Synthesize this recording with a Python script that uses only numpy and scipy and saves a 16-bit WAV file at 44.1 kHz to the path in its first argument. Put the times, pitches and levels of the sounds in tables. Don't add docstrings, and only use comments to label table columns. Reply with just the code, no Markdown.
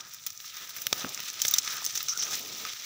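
import sys
import numpy as np
from scipy import signal
from scipy.fft import rfft, irfft
from scipy.io import wavfile
from scipy.ndimage import uniform_filter1d

SR = 44100
rng = np.random.default_rng(int(sys.argv[2]) if len(sys.argv) > 2 else 0)


def rack_gain(trim_db):
    fader = np.asarray(trim_db, float)
    return 10 ** (fader / 20)


def store_wav(level_fs):
    pcm = np.round(np.clip(np.atleast_2d(level_fs), -1, 1) * 32767)
    wavfile.write(sys.argv[1], SR, pcm.T.astype(np.int16))


N = 125685

# t/s, level/dB
RUSTLE_LEVEL = [(0.0, -41), (0.03, -48), (0.12, -45.5), (0.2, -47.5), (0.32, -46.5), (0.39, -51.5),
                (0.46, -40.5), (0.53, -46.5), (0.62, -44.5), (0.72, -50), (0.8, -42), (0.9, -46),
                (0.95, -39.5), (1.012, -33.5), (1.07, -43.5), (1.12, -42), (1.2, -43), (1.28, -36),
                (1.35, -43), (1.42, -34), (1.5, -36), (1.57, -34.5), (1.61, -38), (1.679, -31.5),
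                (1.79, -36.5), (1.88, -39.5), (1.93, -40.5), (2.0, -36), (2.06, -40.5), (2.14, -38),
                (2.22, -38.5), (2.28, -37.5), (2.34, -30.5), (2.42, -38), (2.55, -39.5), (2.66, -36),
                (2.72, -41.5), (2.85, -42)]
# t/s, level/dB
CRUNCH_LEVEL = [(0.0, -28), (0.03, -38.5), (0.12, -49), (0.32, -54.5), (0.53, -51.5), (0.62, -39),
                (0.72, -46), (0.8, -36.5), (0.9, -36), (0.95, -28), (1.07, -29), (1.14, -34.5),
                (1.22, -41.5), (1.35, -39.5), (1.5, -36), (1.61, -39), (1.68, -34.5), (1.93, -39.5),
                (2.16, -41), (2.28, -31.5), (2.5, -35), (2.67, -31), (2.72, -44), (2.85, -43.0)]
# t/s, level/dB
HOLLOW_LEVEL = [(0.0, -29), (0.2, -46), (0.39, -47), (0.62, -32), (0.72, -37), (0.9, -53), (1.01, -27),
                (1.12, -43.5), (1.2, -30.5), (1.35, -37.5), (1.57, -29.5), (1.61, -34), (1.68, -24),
                (1.79, -23.5), (1.93, -48), (2.0, -36), (2.06, -59.5), (2.16, -35), (2.34, -29.5),
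                (2.42, -46), (2.67, -37.5), (2.72, -36), (2.85, -43)]
# t/s, level/dB
BODY_LEVEL = [(0, 1.5), (.2, -1), (.35, -3.5), (.5, 4), (.65, 7), (.9, 1.5), (1.2, 5), (1.5, -2.5),
              (1.7, 1), (2.0, 1), (2.3, 1), (2.55, 5.5), (2.85, 5.5)]
# t/s, level/dB
TREBLE_LEVEL = [(0, -6.5), (.3, -8.5), (.75, -1.5), (1.2, -6.5), (1.5, -8), (1.7, -11.5), (2.0, -6),
                (2.2, -10), (2.85, -4)]
CROSSOVERS = (1100, 1700, 4500, 8000)
# t/s, level/dB, body/dB, treble/dB, t60/s
TWIG_SNAPS = [(0.0064, -20, -5, -17.5, 0.029), (0.1355, -25, -23, 0, 0.027), (0.1446, -22.5, -9, 1, 0.0183),
              (0.167, -32.5, -2, -8.5, 0.011), (0.264, -19, 2, 5, 0.044), (0.2696, -9.5, -6.5, -16, 0.0086),
              (0.3031, -18.5, -8, -9, 0.021), (0.3754, -19.5, -16, -8, 0.014),
              (0.402, -26.5, 4.5, -4, 0.0193), (0.5677, -24, 5.5, -4, 0.034), (0.6918, -29, 2, 0, 0.11),
              (0.764, -25.5, 6.5, 3.5, 0.064), (0.7841, -35, 19, -7.5, 0.024), (0.8175, -25.5, 3, 6, 0.051),
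              (0.8675, -9.5, 10, 4, 0.013), (0.9276, 2, 2.5, -10.5, 0.012), (1.091, -13, -9, -7, 0.012),
              (1.1455, -7, -29, -20, 0.017), (1.1756, -17.5, 6, -15, 0.013), (1.2023, -25, 14.5, 6, 0.0187),
              (1.3005, -14, 0.5, -5, 0.013), (1.4011, -18.5, 7, -9, 0.014), (1.4174, -3, -8.5, -5, 0.027),
              (1.45, -10.5, 11.5, -16.5, 0.013), (1.453, -7.5, -6, -4, 0.021), (1.4673, -17, -11, 4, 0.031),
              (1.481, 0, -28, -13.5, 0.0253), (1.484, -7.5, -11, -4, 0.018), (1.511, -25.5, 6, 16, 0.02),
              (1.538, -1, -8, -7.5, 0.029), (1.5614, -23, 9, 2, 0.016), (1.5825, -3, -18, -18, 0.02),
              (1.584, 2.5, -12, -15, 0.027), (1.6471, -30.5, -5, -11.5, 0.024),
              (1.675, -14, 6, -18.5, 0.019), (1.849, -8, -21.5, -4.5, 0.016),
              (1.854, -8, -23.5, -3, 0.0064), (1.863, 3.5, -9, -18.5, 0.007),
              (1.8956, -21.5, 5, -8, 0.0155), (1.906, -16, -4, -14, 0.014),
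              (1.9528, -15.5, -1.5, -5, 0.079), (1.9744, -8, -6, -18.5, 0.035),
              (2.0048, -26, 15.5, -3, 0.021), (2.0283, -20.5, -8, 7.5, 0.014),
              (2.0833, -15, 0.5, -8, 0.039), (2.174, -8.5, -9, -14, 0.0174), (2.2238, -14, 0.5, -12, 0.073),
              (2.353, -15, -12, 0, 0.021), (2.6506, -14, 6, -14, 0.0098), (2.7327, -23, 6.5, -14, 0.023)]
# f/Hz, level/dB
MIC_COLOUR = [(30, -39), (128, -8), (200, -17), (351, -16), (643, -16.5), (1010, -16.5), (1150, -16),
              (1240, -4.5), (1410, -12.5), (1680, -12), (2510, -10), (2780, -10.5), (3320, -7.5),
              (3670, -4.5), (4380, -8.5), (6080, 1.5), (6720, -6.5), (7250, -5.5), (8230, -14), (9820, -14),
              (13300, -16), (15100, 3.13), (16700, -16)]
# t/s, peak level/dB, f/Hz
LEAF_TICKS = [(0.2384, -37, 5630), (0.7044, -32, 5000), (0.996, -26, 6230), (1.0074, -31, 4500),
              (1.0458, -29, 2500), (1.1, -39, 13500), (1.1344, -34, 6300), (1.14, -37, 11500),
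              (1.1937, -28, 3720), (1.2344, -28, 4500), (1.2533, -32, 3500), (1.2842, -25, 5500),
              (1.3314, -34, 12500), (1.34, -31, 4000), (1.6147, -31, 5990), (1.8367, -34, 5950),
              (1.8434, -21, 5800), (1.8724, -28, 6100), (2.1575, -33, 6050)]
# t/s, length/s
SCRAPE_TIMES = [(1.505, .022), (1.955, .012), (1.968, .02), (2.084, .016), (2.1, .037), (2.188, .022),
                (2.214, .022), (2.237, .03)]
# rms level/dB, slip rate/Hz
SCRAPE_SLIPS = [(-36.5, 230), (-34.5, 1300), (-40, 160), (-28.5, 350), (-33, 810), (-31.5, 440),
                (-31.5, 450), (-37, 600)]
# t/s, envelope peak level/dB, f/Hz, decay/cycles
STEM_KNOCKS = [(0.928, -18, 645, 0.89), (1.042, -30, 240, 3.45), (1.046, -23, 1350, 3.2),
               (1.049, -25.5, 517, 0.84), (1.0611, -34, 240, 2.1), (1.451, -28.5, 570, 0.58),
               (1.5384, -18, 3665, 23.2), (2.651, -33, 1227, 10), (1.822, -34, 970, 2.2),
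               (2.331, -28, 1105, 1.25), (2.648, -27, 2000, 0.39)]
# t/s, length/s
SWISH_TIMES = [(2.07, .13), (2.2, .5)]
# rms level/dB, first f/Hz, last f/Hz, nominal width/Hz
SWISH_PITCHES = [(-46, 1200, 1500, 150), (-56.5, 450, 300, 360)]
# t/s, rms level/dB
RUMBLE_LEVEL = [(0, -68), (.6, -71.5), (1.0, -68), (2.5, -65.5), (2.85, -75)]
# f/Hz, level/dB
RUMBLE_COLOUR = [(25, -23), (60, -10.5), (130, -6.5), (220, -13.5), (600, -40)]

GRAINS_PER_S, GRAIN_SPREAD_DB, GRAIN_T60_S = 1200, 3.5, 0.0052
HISS_SHARE, SHARED_GRAINS = 0.58, 0.446
CLUMP_DB, CLUMP_S, BAND_CLUMP_DB = 1.14, 0.01, 2
CRUNCH_FLOOR_HZ = 185.6
SNAP_DB, SNAP_RISE_S = -8.5, 0.00056
SNAP_CRUNCH_DB, SNAP_HOLLOW_DB = -6.5, 1
SNAP_TAIL_DB, SNAP_TAIL_T60_S = -32.5, 0.083
STRAY_PER_S, STRAY_DB, STRAY_SPREAD_DB = 300, -3, 3.5
TICK_T60_S, TICK_SPREAD = 0.016, 1.51
SCRAPE_HZ, SCRAPE_WIDTH_HZ = 5880, 680
SLIP_SCATTER, SLIP_PITCH_SCATTER = 0.4, 0.04
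RUMBLE_FLUTTER_DB = 1
BASS_CUT_HZ, EDGE_HZ = 60, 15750


def evened(x):
    return x / np.sqrt(np.mean(x ** 2, axis=-1, keepdims=True) + 1e-20)


def read(points, hz):
    f, value = np.transpose(points)
    return np.interp(np.log(hz + 1), np.log(f + 1), value)


def curve(points):
    return np.interp(np.arange(N) / SR, *np.transpose(points))


def add(mix, s, sound):
    part = mix[..., round(s * SR):][..., :sound.shape[-1]]
    part += sound[..., :part.shape[-1]]


def slow(seconds, count=1):
    width = max(int(seconds * SR), 2)
    once = uniform_filter1d(rng.standard_normal((count, N)), width)
    return evened(uniform_filter1d(once, width))


def causal(points):
    hz = abs(np.fft.fftfreq(8192, 1 / SR))
    log_gain = np.log(rack_gain(np.maximum(read(points, hz), -100)))
    taps = np.fft.ifft(np.exp(np.conj(signal.hilbert(log_gain)))).real[:4096]
    return taps / np.linalg.norm(taps)


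def bands(x):
    hz = np.fft.rfftfreq(N, 1 / SR)
    steps = [1 / (1 + (hz / edge) ** 6) for edge in CROSSOVERS]
    shares = np.diff([0 * hz] + steps + [0 * hz + 1], axis=0)
    return irfft((rfft(x) * shares).sum(0), N)


def rustle():
    struck = rng.random((6, N)) < GRAINS_PER_S / SR
    size = rack_gain(GRAIN_SPREAD_DB * np.minimum(rng.exponential(1, (6, N)), 4)) * struck
    decay = rack_gain(-120 * np.arange(600) / SR / GRAIN_T60_S)
    trains = abs(signal.oaconvolve(size ** 2, decay[None])[:, :N])
    power = SHARED_GRAINS * trains[0] + (1 - SHARED_GRAINS) * trains[1:]
    grains = np.sqrt(HISS_SHARE + (1 - HISS_SHARE) * power / power.mean())
    clumps = rack_gain(CLUMP_DB * slow(CLUMP_S) + BAND_CLUMP_DB * slow(2 * CLUMP_S, count=5))
    level = curve(RUSTLE_LEVEL)
    body, treble = level + curve(BODY_LEVEL), level + curve(TREBLE_LEVEL)
    levels = np.array([curve(CRUNCH_LEVEL), curve(HOLLOW_LEVEL), body, level, treble])
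    rows = rack_gain(levels) * clumps * grains * rng.standard_normal(N)
    return signal.lfilter(*signal.butter(2, CRUNCH_FLOOR_HZ, "high", fs=SR), rows)


def snaps():
    t, out = np.arange(5000) / SR, np.zeros((5, N))
    rise = np.minimum(t / SNAP_RISE_S, 1)
    tail = rack_gain(SNAP_TAIL_DB - 60 * t / SNAP_TAIL_T60_S)
    bursts = rng.choice([-1., 1.], (len(TWIG_SNAPS), len(t)))
    for (s, db, body_db, treble_db, t60), burst in zip(TWIG_SNAPS, bursts):
        shape = rise * (rack_gain(-60 * t / t60) + tail)
        colour_db = [SNAP_CRUNCH_DB + body_db, SNAP_HOLLOW_DB + body_db, body_db, 0, treble_db]
        add(out, s, rack_gain(colour_db)[:, None] * rack_gain(db + SNAP_DB) * shape * burst)
    return out


def tick(hz, burst):
    t = np.arange(len(burst)) / SR
    edges = (hz / TICK_SPREAD, min(hz * TICK_SPREAD, 20000))
    band = signal.butter(2, edges, "band", fs=SR)
    sound = signal.lfilter(*band, burst * rack_gain(-60 * t / TICK_T60_S))
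    return sound / abs(sound).max()


def strays():
    pitches = np.geomspace(1800, 12000, 20)
    struck = rng.random(N) < STRAY_PER_S / SR
    size = rack_gain(STRAY_SPREAD_DB * np.minimum(rng.exponential(1, N), 3)) * struck
    size = size * rack_gain(STRAY_DB + curve(RUSTLE_LEVEL))
    kind = rng.integers(0, len(pitches), N)
    out = np.zeros(N)
    for k, hz in enumerate(pitches):
        out += signal.oaconvolve(size * (kind == k), tick(hz, rng.standard_normal(800)))[:N]
    return out


def ticks():
    out = np.zeros(N)
    for (s, db, hz), burst in zip(LEAF_TICKS, rng.choice([-1., 1.], (len(LEAF_TICKS), 800))):
        add(out, s, rack_gain(db) * tick(hz, burst))
    return out


def scrapes():
    out, t = np.zeros(N), np.arange(300) / SR
    fade = t * np.exp(-np.pi * SCRAPE_WIDTH_HZ * t)
    chance = rng.standard_normal((len(SCRAPE_SLIPS), 3, 40))
    for (s, length), (db, rate), (gap, size, pitch) in zip(SCRAPE_TIMES, SCRAPE_SLIPS, chance):
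        at = np.cumsum(np.exp(SLIP_SCATTER * gap)) / rate - 1 / rate
        scrape = np.zeros(int(length * SR) + len(t))
        for k in np.flatnonzero((at >= 0) & (at < length)):
            hz = SCRAPE_HZ * np.exp(SLIP_PITCH_SCATTER * pitch[k])
            slip = fade * np.sin(2 * np.pi * hz * t)
            add(scrape, at[k], np.exp(SLIP_SCATTER * size[k]) * slip)
        add(out, s, rack_gain(db) * evened(scrape))
    return out


def knocks():
    out, t = np.zeros(N), np.arange(2000) / SR
    for s, db, hz, cycles in STEM_KNOCKS:
        u = 4 * t * hz / cycles
        envelope = np.e * u * np.exp(-u)
        add(out, s, rack_gain(db) * envelope * np.sin(2 * np.pi * hz * t))
    return out


def swishes():
    out = np.zeros(N)
    for (s, length), (db, first_hz, last_hz, width_hz) in zip(SWISH_TIMES, SWISH_PITCHES):
        u = np.linspace(0, 1, int(length * SR))
        r = np.exp(-np.pi * width_hz / SR)
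        a, b = rng.standard_normal((2, len(u)))
        slow_noise = signal.lfilter([1], [1, -2 * r, r * r], a + 1j * b)
        turn = np.exp(2j * np.pi * np.cumsum(first_hz + (last_hz - first_hz) * u) / SR)
        swell = np.sqrt(np.sin(np.pi * u).clip(0))
        add(out, s, rack_gain(db) * swell * evened((slow_noise * turn).real))
    return out


def rumble():
    noise = evened(signal.oaconvolve(rng.standard_normal(N), causal(RUMBLE_COLOUR))[:N])
    return rack_gain(curve(RUMBLE_LEVEL) + RUMBLE_FLUTTER_DB * slow(0.02)[0]) * noise


def scene():
    crackle = bands(rustle() + snaps()) + strays()
    leaves = signal.oaconvolve(crackle, causal(MIC_COLOUR))[:N]
    return (leaves + ticks() + scrapes() + swishes() + knocks() + rumble())[None]


def low_pass(x):
    return signal.sosfilt(signal.butter(12, 16830, fs=SR, output="sos"), x)


def record(dry):
    no_bass = signal.lfilter(*signal.butter(2, BASS_CUT_HZ, "high", fs=SR), dry)
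    edge = signal.firwin(255, EDGE_HZ, window=("kaiser", 3.5), fs=SR)
    mix = signal.oaconvolve(no_bass, edge[None], "same")
    return low_pass(mix)


dry = scene()
out = record(dry)
store_wav(out)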